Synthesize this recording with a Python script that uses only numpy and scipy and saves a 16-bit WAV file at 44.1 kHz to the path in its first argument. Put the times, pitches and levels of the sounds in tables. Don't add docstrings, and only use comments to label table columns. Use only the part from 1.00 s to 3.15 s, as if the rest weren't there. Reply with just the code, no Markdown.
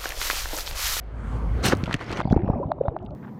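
import sys
import numpy as np
from scipy import signal
from scipy.fft import irfft
from scipy.io import wavfile

SR = 44100
rng = np.random.default_rng(int(sys.argv[2]) if len(sys.argv) > 2 else 0)


def attenuation_scalar(level_db):
    decades = np.asarray(level_db, float) / 20
    return 10 ** decades


def put_to_file(sound):
    columns = np.atleast_2d(sound).T
    safe = np.clip(columns, -1, 1)
    whole_steps = np.round(safe * 32767)
    wavfile.write(sys.argv[1], SR, whole_steps.astype(np.int16))


N = 94815
TIME = np.arange(N) / SR
SINK_S = 1.217
FLUTTER_END_S = 0.7


def rms_one(x):
    return x / np.sqrt(np.mean(x ** 2) + 1e-20)


def in_time(rows):
    s, *columns = np.transpose(rows)
    return [np.interp(TIME, s, c) for c in columns]


def drift(rate):
    step = 40
    r = np.exp(-2 * np.pi * rate * step / SR)
    warm_up = 2000
    noise = rng.standard_normal(N // step + warm_up + 2)
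    slow = signal.lfilter([1], [1, -2 * r, r * r], noise)[warm_up:]
    return np.interp(np.arange(N) / step, np.arange(len(slow)), rms_one(slow))


def ring(clicks, hz, t60):
    r = attenuation_scalar(-60 / (t60 * SR))
    w = 2 * np.pi * hz / SR
    return signal.lfilter([0, np.sin(w)], [1, -2 * r * np.cos(w), r * r], clicks + 1e-18)


def grains(per_s, spread_db):
    size = attenuation_scalar(spread_db * np.minimum(rng.exponential(1, N), 5)) * rng.choice([-1, 1], N)
    return rms_one(size * (rng.random(N) < per_s / SR))


def coloured(sources, spectrum, patchy_db, rate, tilt_db=0):
    together = drift(rate)
    edges = 70 * 2 ** np.arange(0, 8.1, .5)
    hz_pts, db_pts = np.transpose(spectrum)
    out, power = 0, 0
    for k, (low, high) in enumerate(zip(edges, edges[1:])):
        hz = np.sqrt(low * high)
        level = np.interp(np.log(hz), np.log(hz_pts), db_pts)
        power += attenuation_scalar(level) ** 2 * (high - low) / SR * 2
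        sos = signal.butter(2, [low, high], "band", fs=SR, output="sos")
        band = signal.sosfilt(sos, sources[k % 2])
        tilt = tilt_db * max(np.log2(hz / 1800), 0)
        flicker = patchy_db * (0.7 * together + drift(rate))
        out = out + band * attenuation_scalar(level + tilt + flicker)
    return out / np.sqrt(power)


def add(out, s, piece):
    i = int(s * SR)
    out[i:i + len(piece)] += piece[:len(out) - i]


def spray():
    # (time [s], level [dB], brightness [about 0-1])
    course = [(.622, -43, 1), (.632, -28.5, 0.8), (.66, -20, 1), (.695, -27, 0.88), (.703, -27.5, 0.67),
              (.733, -24, 0.35), (.745, -45.5, 0.3), (.8, -68.5, 1), (.87, -44, 0), (.93, -30.5, 0.02),
              (.955, -36, 0.1), (.98, -44, 0), (1.01, -32, 0), (1.06, -39, 0), (1.11, -30.5, -.1),
              (1.15, -32, -.25), (1.2, -26.5, -.3), (1.225, -49, -.3), (1.36, -67, 0)]
    # (frequency [Hz], level [dB per Hz])
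    colour = [(100, 0.5), (350, -3.5), (700, -8), (1400, -10), (2800, -12), (5600, -14.5), (10000, -24),
              (15500, -30.5)]
    db, bright = in_time(course)
    fade_in = np.clip((TIME - course[0][0]) / 0.022, 0, 1)
    fade_out = np.clip((course[-1][0] - TIME) / 0.1, 0, 1)
    fine = grains(per_s=12000, spread_db=2.2)
    crackle = 0.3 * (1 - bright) * grains(per_s=600, spread_db=2.5)
    sources = [fine * bright + 0.67 * noise + crackle for noise in rng.standard_normal((2, N))]
    water = coloured(sources, colour, patchy_db=1.6, rate=74, tilt_db=11.5 * (bright - 1))
    return fade_in * fade_out * attenuation_scalar(db + 1.5) * water


def thumps():
    # (time [s], peak level [dB], frequency [Hz])
    pushes = [(0.656, -18, 76), (0.6841, -14.5, 190), (0.7338, -4, 315), (0.8338, -12.5, 145),
              (0.878, -20, 159), (.887, -28, 199), (0.896, -19.5, 180), (.951, -16.5, 178),
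              (1.104, -25.5, 167), (1.129, -23, 179), (1.191, -20, 172), (0.9439, -13.5, 194),
              (1.2539, -10.5, 161), (1.274, -18, 153), (1.309, -8.5, 115.7), (1.3262, -2, 195),
              (1.331, -11.5, 213), (1.3633, -5.5, 226), (1.3655, -3, 189), (1.434, -11, 150.5),
              (1.4442, -13, 172), (1.477, -16.5, 144), (1.4993, -7, 160.6), (1.535, -20, 130),
              (1.582, -23.5, 170), (1.655, -18.5, 111), (1.638, -27.5, 147.5), (1.814, -26, 119.6),
              (1.882, -13.5, 89.3)]
    fade_cycles, softness, gain_db = 2.54, 1.24, 6
    out = np.zeros(N)
    t = np.arange(3000) / SR
    for s, db, hz in pushes:
        w = 2 * np.pi * hz
        fade = attenuation_scalar(-60 * t * hz / fade_cycles)
        soft_start = 1 - np.exp(-softness * w * t)
        add(out, s, attenuation_scalar(db + gain_db) * np.sin(w * t) * fade * soft_start)
    return out


def drops():
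    # (time [s], peak level [dB], centre [Hz], decay [s])
    landings = [(.722, -9, 1250, 0.008), (.732, -20, 900, 0.0011), (0.751, -28.5, 4020, 0.00069),
                (0.771, -32, 8000, 0.00048), (0.839, -18.5, 3480, 0.00064), (0.845, -38.5, 6400, 0.00043),
                (.859, -24, 3350, 0.00093), (0.867, -28, 2620, 0.0019), (0.876, -18, 920, 0.0074),
                (.894, -21, 1240, 0.00081), (0.911, -11.5, 1350, 0.0011), (.916, -31, 1580, 0.00048),
                (0.926, -30, 3000, 0.00082), (0.928, -16.5, 3000, 0.0017), (0.9312, -23, 4000, 0.0007),
                (0.9417, -6.5, 2510, 0.00095), (0.948, -24, 3500, 0.00068), (.965, -37.5, 4500, 0.00048),
                (0.993, -26, 1770, 0.0023), (1.005, -28, 1790, 0.0011), (1.011, -20, 1450, .002),
                (1.026, -37.5, 3200, 0.0007), (1.043, -37.5, 4770, 0.00074), (1.095, -26, 4100, 0.0012),
                (1.116, -28.5, 4500, 0.00092), (1.126, -23.5, 3860, 0.0059), (1.171, -27, 4240, 0.006),
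                (1.187, -36, 5600, 0.0011), (1.203, -10.5, 1170, 0.0014), (1.212, -16, 790, 0.0024)]
    # (time [s], peak level [dB], centre [Hz], decay [s])
    ticks = [(1.219, -33, 3600, 0.00084), (1.231, -45, 3600, 0.00092), (1.246, -41, 3600, .001),
             (1.274, -47, 4600, .002), (1.299, -42, 3800, .0012), (1.3012, -45, 5800, .001),
             (1.309, -45, 5600, 0.0012), (1.344, -49, 5200, 0.0017), (1.361, -46, 4600, 0.00062),
             (1.370, -35, 2400, 0.00079), (1.38, -45, 2300, 0.0018), (1.404, -43, 2100, 0.0018),
             (1.419, -37, 2000, 0.0017), (1.444, -41, 1800, 0.0016), (1.478, -47, 3300, 0.0018),
             (1.905, -55, 2400, .002), (2.028, -58, 5400, 0.00073), (2.106, -50.5, 3800, 0.0019),
             (1.252, -18.5, 800, 0.0023), (1.273, -23.5, 686, 0.0035), (1.302, -32.5, 2000, 0.0003),
             (1.308, -18, 686, 0.013), (1.324, -29.5, 5050, 0.00073), (1.329, -20.5, 1260, 0.00055),
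             (1.339, -18.5, 750, 0.0058), (1.358, -41, 2240, 0.0015), (1.374, -15.5, 765, 0.0021),
             (1.392, -35.5, 1960, .003), (1.477, -23, 1010, 0.0034), (1.488, -13.5, 606, 0.0013),
             (1.5, -19, 870, 0.0028), (1.532, -24.5, 1040, 0.003), (1.547, -41, 1830, 0.0034),
             (1.835, -49.5, 2310, 0.0018), (1.988, -47, 2830, 0.0016), (2.062, -40.5, 3140, 0.0026)]
    out = np.zeros(N)
    t = np.arange(1200) / SR
    for s, db, hz, decay in landings + ticks:
        order, reach_down = (3, 1.4) if s > SINK_S else (2, 2)
        limits = [hz / reach_down, min(hz * 1.222, .45 * SR)]
        band = signal.butter(order, limits, "band", fs=SR, output="sos")
        splat = signal.sosfilt(band, rng.standard_normal(len(t)) * np.exp(-t / decay))
        add(out, s, attenuation_scalar(db) * splat / np.abs(splat).max())
    return out * attenuation_scalar(-4.5)


def bubbles():
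    # (centre time [s], level [dB], frequency [Hz], half length [s])
    tones = [(0.863, -35.5, 1377, 0.004), (0.729, -17.5, 502, 0.0046), (1.534, -29.5, 742, 0.0072),
             (1.585, -26, 596, 0.0064), (1.594, -35.5, 828, 0.0036), (1.602, -23.5, 417.6, 0.0033),
             (1.614, -28.5, 558, 0.015), (1.634, -27, 988, 0.006), (1.708, -28.5, 633, 0.0061),
             (1.813, -15.5, 511, 0.0033), (1.839, -29.5, 619, 0.0024), (1.857, -24, 566, 0.0077),
             (1.879, -30.5, 619, 0.019), (1.856, -50, 1394, 0.004), (.888, -50, 1920, .005),
             (1.283, -36, 788, 0.0075), (1.403, -29, 349, 0.014), (1.783, -34, 596, 0.0037),
             (1.922, -32.5, 465, 0.0096), (1.948, -35.5, 339.5, 0.02), (2.005, -52, 1285, 0.0035),
             (2.018, -42.5, 364, 0.037), (2.048, -31, 220, 0.0071), (2.061, -52, 840, 0.011),
             (2.09, -50, 1250, 0.0026), (2.124, -43.5, 597, 0.017)]
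    roughness, rise = 0.35, 0.03
    out = np.zeros(N)
    u = np.arange(-1500, 1500) / SR
    for s, db, hz, half in tones:
        swell = (1 + roughness * drift(150)[:len(u)]) * np.exp(-(u / half) ** 2)
        tone = np.cos(2 * np.pi * hz * (u + rise * u * u / half / 2))
        add(out, s + u[0], attenuation_scalar(db) * swell * tone)
    return out


def pops():
    # (time [s], peak level [dB], port ring level [dB])
    clicks = [
        (1.7185, -10.5, -48.5),
        (1.883, -13.5, -58.5),
        (1.966, -18, -61),
    ]
    out = np.zeros(N)
    f = np.arange(2049) * SR / 4096
    bass_cut = 1 / (1 + np.exp(np.clip((600 - f) / 10, -50, 50)))
    body = 1 / (1 + (f / 800) ** 2) ** 2.6 / (1 + (f / 3000) ** 8)
    port = np.exp(-((f - 3900) / 650) ** 2)
    for s, db, port_db in clicks:
        shape = bass_cut * (body - attenuation_scalar(port_db) * port)
        x = np.roll(irfft(shape * np.exp(1j * np.pi / 4)), 2048)
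        add(out, s - 2048 / SR, attenuation_scalar(db) * x / np.abs(x).max())
    return out


def churn():
    # (time [s], level [dB])
    loudness = [(1.18, -44), (1.3, -37.5), (1.42, -32), (1.52, -29), (1.65, -29.5), (1.72, -39.5),
                (1.85, -37.5), (2.0, -40), (2.08, -40.5), (2.15, -40.5)]
    # (frequency [Hz], level [dB per Hz])
    colour = [(100, 6), (250, 3.5), (600, 6.5), (900, -10.5), (1300, -31), (1700, -33)]
    dealt = rng.integers(0, 16, N)

    clicks = grains(per_s=260, spread_db=2.2)
    gurgle = 0
    for k, hz in enumerate(np.geomspace(120, 950, 16)):
        gurgle = gurgle + ring(clicks * (dealt == k), hz, 18 / hz)
    murk = coloured(rng.standard_normal((2, N)), colour, patchy_db=4.0, rate=30.0)
    low_pass = signal.butter(8, 1400, fs=SR, output="sos")
    low = signal.sosfilt(low_pass, attenuation_scalar(-4) * rms_one(gurgle) + attenuation_scalar(-6) * murk)
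    low = signal.lfilter(*signal.iirnotch(470, 3, SR), low)

    clicks = grains(per_s=3000, spread_db=2.5) * attenuation_scalar(3 * drift(40))
    fizz = 0
    for k, hz in enumerate(np.geomspace(1400, 4000, 16)):
        band = ring(ring(clicks * (dealt == k), hz, 40 / hz), hz, 8 / hz)
        fizz = fizz + rms_one(band) * (1600 / hz) ** 1.5 * attenuation_scalar(8.0 * drift(3.8))

    since_sink = TIME - SINK_S
    under = np.clip(since_sink / 0.01, 0, 1)
    fizz_gain = attenuation_scalar(-59 - 23 * since_sink)
    return under * (attenuation_scalar(in_time(loudness)[0]) * low + fizz_gain * rms_one(fizz))


def sizzles():
    # (centre time [s], level [dB], frequency [Hz], half length [s])
    patches = [(1.07, -57, 5250, 0.015), (1.168, -59, 6100, 0.019), (1.269, -69, 4570, 0.057),
               (1.309, -54, 3400, .012), (1.501, -79, 5370, 0.066), (1.866, -71, 3665, 0.032)]
    out = np.zeros(N)
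    u = np.arange(-4000, 4000) / SR
    for s, db, hz, half in patches:
        t60 = 25 / hz
        band = rms_one(ring(ring(rng.standard_normal(len(u)), hz, t60), hz, t60))
        ragged = attenuation_scalar(db + 3.4 * drift(60)[:len(u)])
        add(out, s + u[0], ragged * np.exp(-(u / half) ** 2) * band)
    return out


def wind():
    # (time [s], level [dB])
    loudness = [(0, -34.5), (.08, -36), (.36, -26.5), (.41, -29), (.44, -21), (.57, -23.5), (.61, -28),
                (.64, -39), (.8, -41.5), (1.2, -35), (1.35, -34.5), (1.47, -30.5), (1.7, -40.5), (2.0, -44),
                (2.05, -36)]
    rumble = rng.standard_normal(N + SR)
    for _ in range(2):
        rumble = ring(rumble, 107, 0.3 / 11.2)
    rumble = rms_one(rumble[SR:])
    turn = np.cumsum(2 * np.pi * 52.58 * (1 + 0.1248 * drift(7.2)) / SR)
    flutter = 0.96 * (np.sin(turn) + 0.19 * np.sin(2 * turn + 1))
    flutter = flutter * np.clip((FLUTTER_END_S - TIME) * 40, 0, 1)
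    rumble_share = np.where(TIME < FLUTTER_END_S, .18, .6)
    lumps_db = -drift(15.0)
    return (rumble_share * rumble + flutter) * attenuation_scalar(in_time(loudness)[0] + 0.9 + lumps_db)


def rapids():
    # (frequency [Hz], level [dB per Hz])
    colour = [(100, 2), (350, -10), (700, -16), (1400, -19.5), (2800, -33.5), (5600, -47.5), (10000, -57),
              (15500, -62.5)]
    # (time [s], level [dB])
    loudness = [(0, -42), (.6, -34.5), (.8, -34), (1.2, -76.5), (1.25, -55.5), (1.5, -63.5)]
    brighter_db = 2.68 * np.clip(TIME / FLUTTER_END_S, 0, 1) ** 2
    noise = rng.standard_normal((2, N))
    hiss = coloured(noise, colour, patchy_db=3.2, rate=2.2, tilt_db=brighter_db)
    return attenuation_scalar(in_time(loudness)[0]) * hiss


def scene():
    splash = spray() + thumps() + drops()
    under_water = bubbles() + pops() + churn() + sizzles()
    return (splash + under_water + wind() + rapids())[None]


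def roll_off(x):
    return signal.sosfilt(signal.butter(12, 15720, fs=SR, output="sos"), x)


def record(dry):
    low_cut = signal.butter(2, 28, "high", fs=SR, output="sos")
    x = signal.sosfilt(low_cut, dry)
    mix = 1.042 * np.tanh(x / 0.84)
    return roll_off(mix)


dry = scene()
out = record(dry)
put_to_file(out)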